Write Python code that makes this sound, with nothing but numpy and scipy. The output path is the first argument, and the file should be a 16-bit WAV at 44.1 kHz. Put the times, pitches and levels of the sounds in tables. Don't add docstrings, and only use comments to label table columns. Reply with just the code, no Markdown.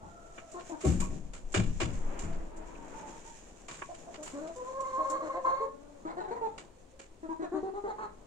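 import sys
import numpy as np
from scipy import signal
from scipy.fft import rfft, irfft, next_fast_len
from scipy.io import wavfile
from scipy.ndimage import map_coordinates

SR = 44100
rng = np.random.default_rng(int(sys.argv[2]) if len(sys.argv) > 2 else 0)


def inscribe(sig):
    pcm = np.round(np.clip(np.atleast_2d(sig).T, -1, 1) * 32767)
    wavfile.write(sys.argv[1], SR, pcm.astype(np.int16))


N = 364530


def amp(db):
    return 10 ** (np.asarray(db) / 20)


def unit(x):
    return x / np.sqrt(np.mean(x ** 2) + 1e-20)


def along(points, hz):
    f, v = np.transpose(points)
    return np.interp(np.log(hz + 1), np.log(f + 1), v)


def curves(rows, t):
    s, *cols = np.transpose(rows)
    return [np.interp(t, s, c) for c in cols]


def swell(rows):
    level_db = curves(rows, np.arange(N) / SR)[0]
    return amp(level_db)


def wobble(rate, size):
    knots = rng.standard_normal(int(size * rate / SR) + 4)
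    return map_coordinates(knots, [np.arange(size) * rate / SR])


def filtered(x, response):
    size = x.shape[-1]
    m = next_fast_len(size + 8192)
    return irfft(rfft(x, m) * response(np.fft.rfftfreq(m, 1 / SR)), m)[..., :size]


# f/Hz, correlation/1
CORRELATION = [(60, 0.92), (150, 0.71), (300, 0.74), (600, 0.22), (1200, .063), (4000, 0.066),
               (10000, 0.11)]


def noise(gain, size):
    def mid_side_gain(hz):
        angle = np.arccos(np.clip(along(CORRELATION, hz), -1, 1)) / 2
        return gain(hz) * np.array([np.cos(angle), np.sin(angle)])

    mid, side = filtered(rng.standard_normal((2, size)), mid_side_gain)
    return unit(np.array([mid + side, mid - side]))


def hiss(spectrum, size):
    return noise(lambda hz: amp(along(spectrum, hz)), size)


def ringing(modes, size):
    def response(f):
        return sum(amp(db) * np.abs(f * w / (c * c - f * f + 1j * f * w)) ** 1.47 for c, w, db in modes)

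    return noise(response, size)


def add(track, s, sound):
    start = max(round(s * SR), 0)
    part = sound[..., :max(N - start, 0)]
    track[..., start:start + part.shape[-1]] += part


def blow(t, rise, t60):
    return (1 - np.exp(-t / abs(rise))) * amp(-60 * np.maximum(t - rise, 0) / t60)


# f/Hz, t60/s
BARN_DECAY = [(100, 0.28), (400, 0.31), (1000, 0.27), (3000, 0.33), (10000, 0.036)]


def barn(x, wet_db, lag_ms):
    hz, t, z = signal.stft(rng.standard_normal((2, SR // 2)), SR, nperseg=256)
    decay = amp(-60 * t / along(BARN_DECAY, hz)[:, None])
    tail = signal.istft(z * decay, SR, nperseg=256)[1]
    echo = amp(wet_db) * tail / np.linalg.norm(tail[0])
    lag = round(lag_ms * SR / 1000)
    echo[0, max(lag, 0)] += 1
    echo[1, max(-lag, 0)] += 1
    return signal.fftconvolve(x[None], echo, axes=1) / np.sqrt(1 + amp(wet_db) ** 2)


# f/Hz, level/dB
THROAT_RESPONSE = [(300, 16), (1200, 3.5), (1550, -2), (1870, -6), (2200, -16), (2850, -24), (3300, -26),
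                   (3800, -23), (4080, -16), (4550, -28), (5500, -35), (6900, -22), (8500, -32),
                   (12000, -69)]
PUFF_DB, PUFF_DB_PER_RASP = -3, 24


def syrinx(pitch, partials, overtones_db, rasp, jitter):
    size = len(pitch)
    phase = 2 * np.pi * np.cumsum(pitch * (1 + jitter * wobble(200, size))) / SR
    first = int(partials[-1][0]) + 1
    last = min(int(9000 / pitch.max()), 24)
    overtones = []
    for k in range(first, last + 1):
        level_db = overtones_db + along(THROAT_RESPONSE, k * pitch) + 4 * wobble(30, size)
        overtones.append((k, level_db))
    tone = np.zeros(size)
    for k, db in partials + overtones:
        flutter = 1 + rasp * min(k / 2, 2) * (np.cos(phase / 2) + wobble(250, size))
        tone += amp(db) * flutter * np.sin(k * phase + rng.uniform(0, 2 * np.pi))
    breath = rng.standard_normal(size) * (1 + np.cos(phase))
    puffs = filtered(breath, lambda hz: amp(along(THROAT_RESPONSE, hz)) * hz ** 2 / (hz ** 2 + 600 ** 2))
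    puff_gain = amp(overtones_db + PUFF_DB + PUFF_DB_PER_RASP * rasp)
    return np.sqrt(2) * tone + puff_gain * unit(puffs)


QUAVER, QUAVER_RATE, FLUTTER_RATE = .007, 34, 80


def held_note(pitch, partials, overtones_db, rasp, jitter, flutter_db):
    size = len(pitch)
    fluttering = [(k, db + flutter_db * wobble(FLUTTER_RATE, size)) for k, db in partials]
    wavering = pitch * (1 + QUAVER * wobble(QUAVER_RATE, size))
    voice = syrinx(wavering, fluttering, overtones_db, rasp, jitter)
    return voice * signal.windows.tukey(size, .04)


LOW_ORDERS = np.arange(2, 8) / 2
MOUTH_WIDTH_HZ = 153


def mouth(pitch_hz, bright_db, mouth_hz, hoarse):
    orders = LOW_ORDERS[1:]
    strength = np.where(orders % 1, abs(hoarse) + 1e-6, 1)
    upper = strength / (1 + ((pitch_hz * orders - mouth_hz) / MOUTH_WIDTH_HZ) ** 2)
    gains = np.append(1, amp(bright_db) * upper / np.linalg.norm(upper))
    return 20 * np.log10(gains / np.linalg.norm(gains))


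# t/s, level/dB
WHINE_EFFORT = [(4.55, -54), (4.59, -46), (4.69, -40), (4.75, -42), (4.88, -34.5), (5.0, -32.5),
                (5.11, -33.5), (5.155, -29.5), (5.2, -37), (5.27, -46), (5.305, -33), (5.365, -34),
                (5.39, -45), (5.44, -44), (5.452, -27), (5.53, -28.5), (5.625, -32), (5.65, -41),
                (5.7, -50)]
# t/s, f/Hz
WHINE_PITCH = [(4.55, 500), (4.63, 506), (4.69, 528), (4.78, 538), (4.92, 533), (5.09, 545), (5.3, 541),
               (5.48, 531), (5.64, 546)]
# centre t/s, length/s, depth at the octave/dB
WHINE_DIPS = [(4.645, .024, 14), (4.728, .025, 9), (4.852, .016, 13), (4.912, .022, 13), (5.036, .02, 14),
              (5.125, .016, 7), (5.186, .028, 14), (5.255, .06, 10), (5.331, .026, 18), (5.506, .014, 14),
              (5.559, .018, 14), (5.596, .016, 13)]
# order, level against the effort/dB
WHINE_UPPER = [(3, -27), (4, -31), (5, -47), (6, -44), (7, -45), (8, -39)]
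DIP_LOWERS_HZ, DIP_RASP = 14, .22
EASY_DB = -38
FUNDAMENTAL_DB, FUNDAMENTAL_GROWS = -42.7, .17
WHINE_THROAT_DB, WHINE_WET_DB = -19, -7
MOMENT_S = .06


def whine():
    out = np.zeros((2, N))
    start, end = WHINE_EFFORT[0][0], WHINE_EFFORT[-1][0]
    t = np.arange(int((end - start) * SR)) / SR
    effort_db, = curves(WHINE_EFFORT, start + t)
    dips = np.array([np.exp(-(2 * (start + t - s) / length) ** 2) for s, length, _ in WHINE_DIPS])
    dip = dips.sum(axis=0)
    dip_db = np.array(WHINE_DIPS)[:, 2] @ dips
    pitch = curves(WHINE_PITCH, start + t)[0] - DIP_LOWERS_HZ * dip
    first_db = FUNDAMENTAL_DB + FUNDAMENTAL_GROWS * (effort_db - EASY_DB)
    overtones_db = (first_db + effort_db) / 2 + WHINE_THROAT_DB
    partials = [(1, first_db - dip_db / 2), (2, effort_db - dip_db)]
    partials += [(k, effort_db + db) for k, db in WHINE_UPPER]
    rasp = .08 + DIP_RASP * dip
    voice = held_note(pitch, partials, overtones_db, rasp, jitter=.016, flutter_db=2.8)
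    for s in np.arange(0, end - start + MOMENT_S, MOMENT_S):
        moment = np.maximum(1 - np.abs(t - s) / MOMENT_S, 0)
        add(out, start, barn(moment * voice, wet_db=WHINE_WET_DB, lag_ms=.18))
    return out


# t/s, length/s, f/Hz, glide as a share of the pitch, relative level/dB,
# upper partials over fundamental before the beak's action/dB, mouth resonance f/Hz,
# relative throat overtones/dB, hoarseness/1
CLUCK_NOTES = [ (.541, 0.06, 358, -0.032, -43, 1, 940, -19, 0.18),
               (.694, 0.031, 335, -0.046, -40.5, 3.5, 726, -24, .3),
               (0.717, .04, 305.7, -.08, -41, 1, 780, -21, .2),
               (3.888, 0.04, 341.3, -0.044, -41.5, 13, 640, -28, .1),
               (4.071, 0.031, 350, .03, -45, 7, 660, -26, 0.2),
               (4.178, .06, 302, -0.06, -46, -1, 600, -23, .1),
               (4.332, .07, 286, .05, -43, -1.5, 574, -19, .15),
               (4.408, .06, 312, .06, -42.5, 5, 625, -17, .12),
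               (4.472, .048, 333, .02, -43.5, 7, 665, -19, .15),
               (4.979, 0.054, 306, .03, -39.5, 5.5, 690, -25, 0.3),
               (5.097, .077, 310.8, .03, -41.5, 6.5, 626, -19, 0.1),
               (5.218, .066, 311.5, -.03, -40, 8, 645, -14.5, 0.4),
               (5.335, .058, 342, .12, -39.5, 11, 720, -16.5, .45),
               (5.452, .067, 344.8, 0.089, -38, 13.5, 815, -15, 0.57),
               (5.601, .06, 452, -.01, -38.5, -3.5, 900, -19, .15),
               (6.05, 0.035, 322.6, 0.0038, -38.5, -5, 830, -18, .2),
               (6.073, 0.051, 338.3, 0.032, -42.5, 14, 880, -13, 0.5),
               (6.168, .03, 357, .05, -36.5, 4, 800, -16, 0.27),
               (6.201, .028, 440, -0.023, -37.5, 8.5, 820, -14, .5),
               (6.236, .024, 430, -.02, -40.5, 11, 900, -13, 0.7),
               (6.278, 0.029, 373, 0.064, -40, 2.5, 778, -15, .2),
               (6.307, 0.032, 458.6, 0.037, -33.5, -1, 900, -15.5, .25),
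               (6.357, 0.032, 480, -0.037, -42, 6, 980, -14, 0.4),
               (6.411, .066, 448, -.08, -33.5, 2.5, 885, -20, 0.04),
               (7.229, 0.043, 322, -0.017, -41, -4, 734, -21.5, 0.07),
               (7.288, 0.051, 326.5, -.02, -37, -1.5, 960, -22, .02),
               (7.393, 0.067, 325.3, 0, -38.5, -5.5, 740, -20, 0.08),
               (7.419, .045, 366.5, -.02, -39, -4, 860, -13, .02),
               (7.518, .067, 374.5, .03, -37.5, -5, 900, -19, .08),
               (7.538, 0.063, 306, -.04, -39, -6, 730, -25.5, 0.16),
               (7.628, 0.074, 382.8, 0.023, -34.5, -11, 870, -27, 0.2),
               (7.736, .062, 402.6, .06, -38.5, -1, 910, -21, .12),
               (7.837, 0.047, 400.7, .01, -36.5, -1, 900, -22, 0.42),
               (7.875, 0.048, 436, -.1, -37, 1.5, 955, -14, .25),
               (7.982, .078, 432, -.04, -37.5, 7.5, 990, -18, .7)]
# t/s, left ear's lag/ms
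CLUCK_BEARING = [(0, 0.28), (5.4, 0.19), (5.6, 0.38), (7.45, 0.37), (7.6, -0.2), (8.27, -0.32)]
CLUCK_ATTACK_S, CLUCK_RELEASE_S, CLUCK_ARCH = 0.0029, 0.021, 0.047
BEAK_OPENS_S, BEAK_SHUT_DB = 0.02, -4.5
CLUCK_RASP, RASP_PER_HOARSE = .11, .38
CLUCK_JITTER, CLUCK_BEND = .025, .012


def clucks():
    out = np.zeros((2, N))
    for s, length, hz, glide, db, bright_db, mouth_hz, overtones_db, hoarse in CLUCK_NOTES:
        t = np.arange(int((length + .04) * SR)) / SR
        through = np.minimum(t / length, 1.2)
        arch = CLUCK_ARCH * (1 / 3 - (2 * through - 1) ** 2)
        bend = CLUCK_BEND * wobble(45, len(t))
        pitch = hz * (1 + arch + bend + glide * (through - .5))
        attack = np.clip(t / CLUCK_ATTACK_S, 0, 1)
        release = np.clip((length + 0.0096 - t) / CLUCK_RELEASE_S, 0, 1)
        shut_db = BEAK_SHUT_DB * np.exp(-t / BEAK_OPENS_S)
        first_db, *upper_dbs = db + mouth(hz, bright_db, mouth_hz, hoarse)
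        low_dbs = [first_db + 3.0 - 4 * through]
        low_dbs += [upper_db + shut_db + 1.5 for upper_db in upper_dbs]
        partials = list(zip(LOW_ORDERS, low_dbs))
        rasp = CLUCK_RASP + RASP_PER_HOARSE * hoarse
        voice = syrinx(pitch, partials, db + overtones_db + shut_db, rasp, CLUCK_JITTER)
        lag_ms = curves(CLUCK_BEARING, s)[0]
        add(out, s, barn(attack * release * voice, wet_db=-6, lag_ms=lag_ms))
    return out


# t/s, length/s, nominal start f/Hz, nominal end f/Hz, mid-call relative level/dB,
# upper partials over fundamental/dB, mouth resonance f/Hz, hoarseness/1
FAR_NOTES = [(0, .37, 668, 678, -59, -1, 1400, .02), (.01, .08, 275, 280, -55, 9, 830, .3),
             (.34, .19, 668, 636, -54, -11, 1400, .02), (.52, .11, 655, 690, -55, -7, 1350, .02),
             (2.05, .07, 300, 302, -52, 10, 900, .1), (2.24, .24, 328, 312, -52.5, 1, 650, .25),
             (2.49, .13, 324, 322, -50.5, 0, 640, .05), (2.5, .11, 298, 303, -57, 12, 900, .15),
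             (2.61, .14, 314, 338, -51, 3, 990, .1), (2.765, .09, 303, 299, -53, 2, 880, .2),
             (2.93, .085, 298, 303, -50, 12, 900, .2), (3.01, .08, 283, 285, -51, 12, 850, .3),
             (3.105, .065, 294, 303, -52.5, 10, 950, .15), (3.25, .065, 299, 303, -51.5, 11, 930, .08),
             (5.622, .39, 287, 284, -56, 2, 560, .1), (6.759, .069, 540, 544, -60, -20, 1100, .1),
             (6.92, .1, 534, 540, -58, -13.5, 1100, .05)]
FAR_ARCH, FAR_FADE_DB = 0.031, 5.5


def far_hens():
    out = np.zeros((2, N))
    for s, length, start_hz, end_hz, db, bright_db, mouth_hz, hoarse in FAR_NOTES:
        through = np.linspace(0, 1, int(length * SR))
        edge = (2 * through - 1) ** 2
        glide = start_hz + (end_hz - start_hz) * through
        pitch = glide * (1 + FAR_ARCH * (edge.mean() - edge))
        level_db = db - FAR_FADE_DB * edge
        shares_db = mouth(start_hz, bright_db, mouth_hz, hoarse)
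        partials = [(k, level_db + share_db) for k, share_db in zip(LOW_ORDERS, shares_db)]
        voice = held_note(pitch, partials, level_db - 21, rasp=hoarse / 3, jitter=.026, flutter_db=3)
        add(out, s, barn(voice, wet_db=-2, lag_ms=0.23))
    return out


# t/s, relative levels of panel/dB, planks/dB, latch/dB, rise/s,
# sway level/dB, panel mode f/Hz, plank mode f/Hz
DOOR_BLOWS = [(0, -52, -57, -73, .0088, -59, 90, 228), (.835, -23.5, -27, -43.5, 0.011, -32, 70.8, 378.3),
              (1.004, -41, -42.5, -35.5, 0.014, -50, 62, 250), (1.1, -43, -41.5, -67, .014, -59, 72, 395),
              (1.541, -27, -29, -49, 0.0073, -30.5, 107.7, 339.4),
              (1.8, -32, -32.5, -42, 0.0081, -34, 107.1, 339),
              (2.201, -39, -53, -51, .026, -36.5, 75.7, 178),
              (3.684, -55, -67, -46.5, 0.0058, -64.5, 150, 340),
              (3.818, -61, -69, -44, .002, -64.5, 150.5, 340)]
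# f/Hz, nominal width/Hz, level/dB
PANEL_MODES = [(29.6, 14, -1), (61, 25, 0.5), (74, 7.4, 1), (109.4, 9.6, 2.5), (158.7, 41, 3),
               (186.2, 12.6, 4), (241, 15, 0), (290, 18, -5.5)]
PLANK_MODES = [(230, 38, -7), (337, 34, 0.5), (375.4, 11, 1), (540, 82, -12.5), (629, 5.3, 1),
               (763, 15, -9.5)]
LATCH_MODES = [(968, 49, -2.5), (1106, 22, 4), (2390, 170, -14.5)]
PANEL_LAG_S, SWAY_RISE_S, SWAY_T60_S = .018, 0.16, 2.35
BOOM_DB, BOOM_T60_S, KNOCK_DB, KNOCK_T60_S = -1, .5, -1, .22


def door():
    out, swing = np.zeros((2, N)), np.zeros(N)
    t = np.arange(SR) / SR
    slow_t = np.arange(N) / SR
    sway_decay = amp(-60 * np.maximum(slow_t - SWAY_RISE_S, 0) / SWAY_T60_S)
    sway = np.minimum(slow_t / SWAY_RISE_S, 1) ** 2 * sway_decay

    def mode(hz):
        return np.sin(2 * np.pi * hz * t + .4 * wobble(40, len(t)))

    for s, panel_db, plank_db, latch_db, rise, sway_db, boom_hz, knock_hz in DOOR_BLOWS:
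        add(out, s, amp(plank_db) * blow(t, rise, 0.32) * ringing(PLANK_MODES, len(t)))
        add(out, s, amp(plank_db + KNOCK_DB) * blow(t, rise, KNOCK_T60_S) * mode(knock_hz))
        add(out, s, amp(latch_db) * blow(t, rise, 0.23) * ringing(LATCH_MODES, len(t)))
        boom = blow(t, 0.019, 0.5) + amp(-19.5) * blow(t, 0.081, 1.47)
        add(out, s + PANEL_LAG_S, amp(panel_db) * boom * ringing(PANEL_MODES, len(t)))
        add(out, s + PANEL_LAG_S, amp(panel_db + BOOM_DB) * blow(t, rise, BOOM_T60_S) * mode(boom_hz))
        add(swing, s, (amp(sway_db) * sway) ** 2)
    sway_colour = [(5, -28.5), (13, 2.5), (18, -8.5), (30, -12), (45, -23.0), (120, -43.5), (400, -120)]
    return out + np.sqrt(swing) * hiss(sway_colour, N)


# t/s, length of the build/s, level at its end/dB
DOOR_DRAGS = [(1.85, 0.4, -44), (2.512, .53, -48.3)]
# f/Hz, relative level/dB
DRAG_COLOUR = [(60, -14.5), (185, -0.5), (330, 2), (600, -2), (950, -5), (1400, -10), (2400, -16),
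               (3000, -22.5), (4000, -35), (8000, -50.5)]
# t/s, length/s, level/dB, resonance f/Hz, nominal width/Hz
HINGE_SQUEAK = (2.745, 0.02, -58.5, 2500, 350)
SCRAPE_BUILD_DB, SCRAPE_T60_S = 8.5, 1.08
SLIP_DB, SLIP_RATE = 1.3, 40


def scrapes():
    force = np.zeros(N)
    t = np.arange(2 * SR) / SR
    for s, length, db in DOOR_DRAGS:
        build_db = SCRAPE_BUILD_DB * np.minimum(t / length - 1, 0)
        decay_db = -60 * np.maximum(t - length, 0) / SCRAPE_T60_S
        add(force, s, amp(db + build_db + decay_db) * np.minimum(t / .05, 1))
    slips = unit(amp(SLIP_DB * wobble(SLIP_RATE, N)))
    out = force * slips * hiss(DRAG_COLOUR, N)
    s, length, db, hz, width_hz = HINGE_SQUEAK
    size = int(length * SR)
    add(out, s, amp(db) * signal.windows.tukey(size) * ringing([(hz, width_hz, 0)], size))
    return out


# t/s, snap level/dB, woody body over snap/dB, t60/s, top edge f/Hz
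CONTACTS = [(.378, -57, 16, .14, 3000), (.515, -50, -7, .16, 10000), (.595, -60, 11, 0.14, 6000),
            (.807, -47, 2, .5, 9500), (.846, -43, -1, .5, 12500), (.868, -44, -1, .4, 12000),
            (1.001, -37.5, -3, .21, 15000), (1.334, -49, 3.5, .22, 10000), (1.52, -44, -9, .1, 9000),
            (1.541, -34.5, 6.5, .29, 9300), (1.801, -38, 7.5, .23, 8800), (1.932, -52.5, 0.5, .22, 9000),
            (2.19, -44.5, -1, .28, 10000), (2.325, -60, 6, .25, 6000), (2.562, -54, -20, .16, 10000),
            (3.682, -47, 5, .37, 9500), (3.723, -53, 1, .8, 10000), (3.785, -59, 10, .25, 2500),
            (3.818, -45, 12, .07, 2500), (3.942, -55, 4.5, .15, 10000), (4.142, -52.5, 11, .12, 7500),
            (4.228, -47, -5, .56, 12000), (4.26, -52, 7, .36, 12000), (4.472, -57, 6, .16, 9000),
            (4.559, -51, -6, .14, 10000), (4.805, -49.5, -3, .12, 10000), (5.099, -40.5, -24, .15, 10500),
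            (6.578, -51, 8.5, .21, 9500), (6.992, -54, 5.5, .24, 10000)]
# f/Hz, relative level/dB
SNAP_COLOUR = [(1200, -40), (2500, -12), (4500, -9), (6000, -0.5), (7100, 10.5), (8800, -2.5), (9700, -14),
               (11500, -12), (15000, -36)]
CLACK_COLOUR = [(120, -11), (350, 0.5), (700, -1.5), (1300, 0), (1900, -4), (2350, -1.5), (2600, -6),
                (2850, -2.5), (3300, -8.5), (5000, -11), (9000, -29), (12000, -67)]
# f/Hz, nominal width/Hz, level/dB
BOARD_MODES = [(645, 50, 3), (1130, 90, -2), (1330, 50, -4), (1650, 70, -2), (2290, 70, -2), (2400, 70, -1),
               (2860, 100, -1), (3500, 150, -8)]
CRACK_RISE_S = 0.0029
TICK_DB, TICK_RISE_S, TICK_T60_S = -11, .0004, .03
CLACK_DB, BOARDS_DB = -2, -2.5
FULL_BLOW_DB, RING_GROWS = -27, .5
RATTLE_DB, RATTLE_RATE = 2.2, 220


def cracks():
    out = np.zeros((2, N))
    t = np.arange(SR // 2) / SR
    for s, db, body_db, t60, edge_hz in CONTACTS:
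        chatter = unit(amp(RATTLE_DB * wobble(RATTLE_RATE, len(t))))
        envelope = blow(t, CRACK_RISE_S, t60) + amp(TICK_DB) * blow(t, TICK_RISE_S, TICK_T60_S)
        ring_db = BOARDS_DB + RING_GROWS * (db + body_db - FULL_BLOW_DB)
        clack = amp(CLACK_DB) * hiss(CLACK_COLOUR, len(t))
        body = clack + amp(ring_db) * ringing(BOARD_MODES, len(t))
        contact = hiss(SNAP_COLOUR, len(t)) + amp(body_db) * body
        burst = filtered(contact, lambda hz: (1 + (hz / edge_hz) ** 10) ** -.5)
        add(out, s, amp(db) * envelope * chatter * burst)
    return out


# t/s, relative level/dB
STRAW_LEVEL = [(0, -70.5), (.95, -56), (1.35, -69.5), (1.72, -61), (2.15, -61.5), (2.55, -74), (3.08, -58),
               (3.6, -64), (5.3, -62.5), (5.6, -71.5), (6.85, -75), (8.27, -74)]
# f/Hz, relative level/dB
STRAW_SPECTRUM = [(880, -36), (1500, -1), (1620, 0.5), (1860, 2), (2070, -4.5), (2260, 1), (3310, -4),
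                  (4570, -9.5), (7020, 6), (9790, -16.5), (15500, -37)]


def straw():
    crackle = unit(amp(2.5 * wobble(22, N) + 1.8 * wobble(500, N)))
    return amp(2.0) * swell(STRAW_LEVEL) * crackle * hiss(STRAW_SPECTRUM, N)


# t/s, relative level/dB
MURMUR_LEVEL = [(0, -55.5), (2.3, -51), (3.8, -55.5), (4.4, -47), (5.7, -59.5), (6.3, -46), (6.75, -56.5),
                (7.2, -61), (7.5, -58.5), (8.27, -52.5)]


def murmur():
    colour = [(60, -21), (170, 2.0), (320, 3.5), (600, 2.5), (1000, -3.5), (2000, -22.0), (6000, -44.5)]
    return amp(-4.5) * swell(MURMUR_LEVEL) * amp(1.6 * wobble(9, N)) * hiss(colour, N)


# f/Hz, relative level/dB
AIR_COLOUR = [(20, 10), (60, 0.5), (150, -7.5), (300, -6.5), (550, -15), (750, -32), (1100, -23.5),
              (2000, -24), (4500, -28), (7200, -34), (9000, -26.5), (10000, -42), (15500, -46)]
AIR_DB = -57.5


def still_air():
    return amp(AIR_DB) * hiss(AIR_COLOUR, N)


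# f/Hz, left minus right/dB
STEREO_LEAN = [(60, 4), (250, 4.5), (550, 4.5), (1100, -2), (2200, 0.5), (4300, -3), (8000, -5.5),
               (13000, 2)]


def scene():
    voices = whine() + clucks() + far_hens()
    wood = door() + scrapes() + cracks()
    mix = voices + wood + straw() + murmur() + still_air()
    return filtered(mix, lambda hz: amp(np.outer([.5, -.5], along(STEREO_LEAN, hz))))


TOP_HZ = 15700


def record(dry):
    return filtered(dry, lambda hz: hz < TOP_HZ)


dry = scene()
out = record(dry)
inscribe(out)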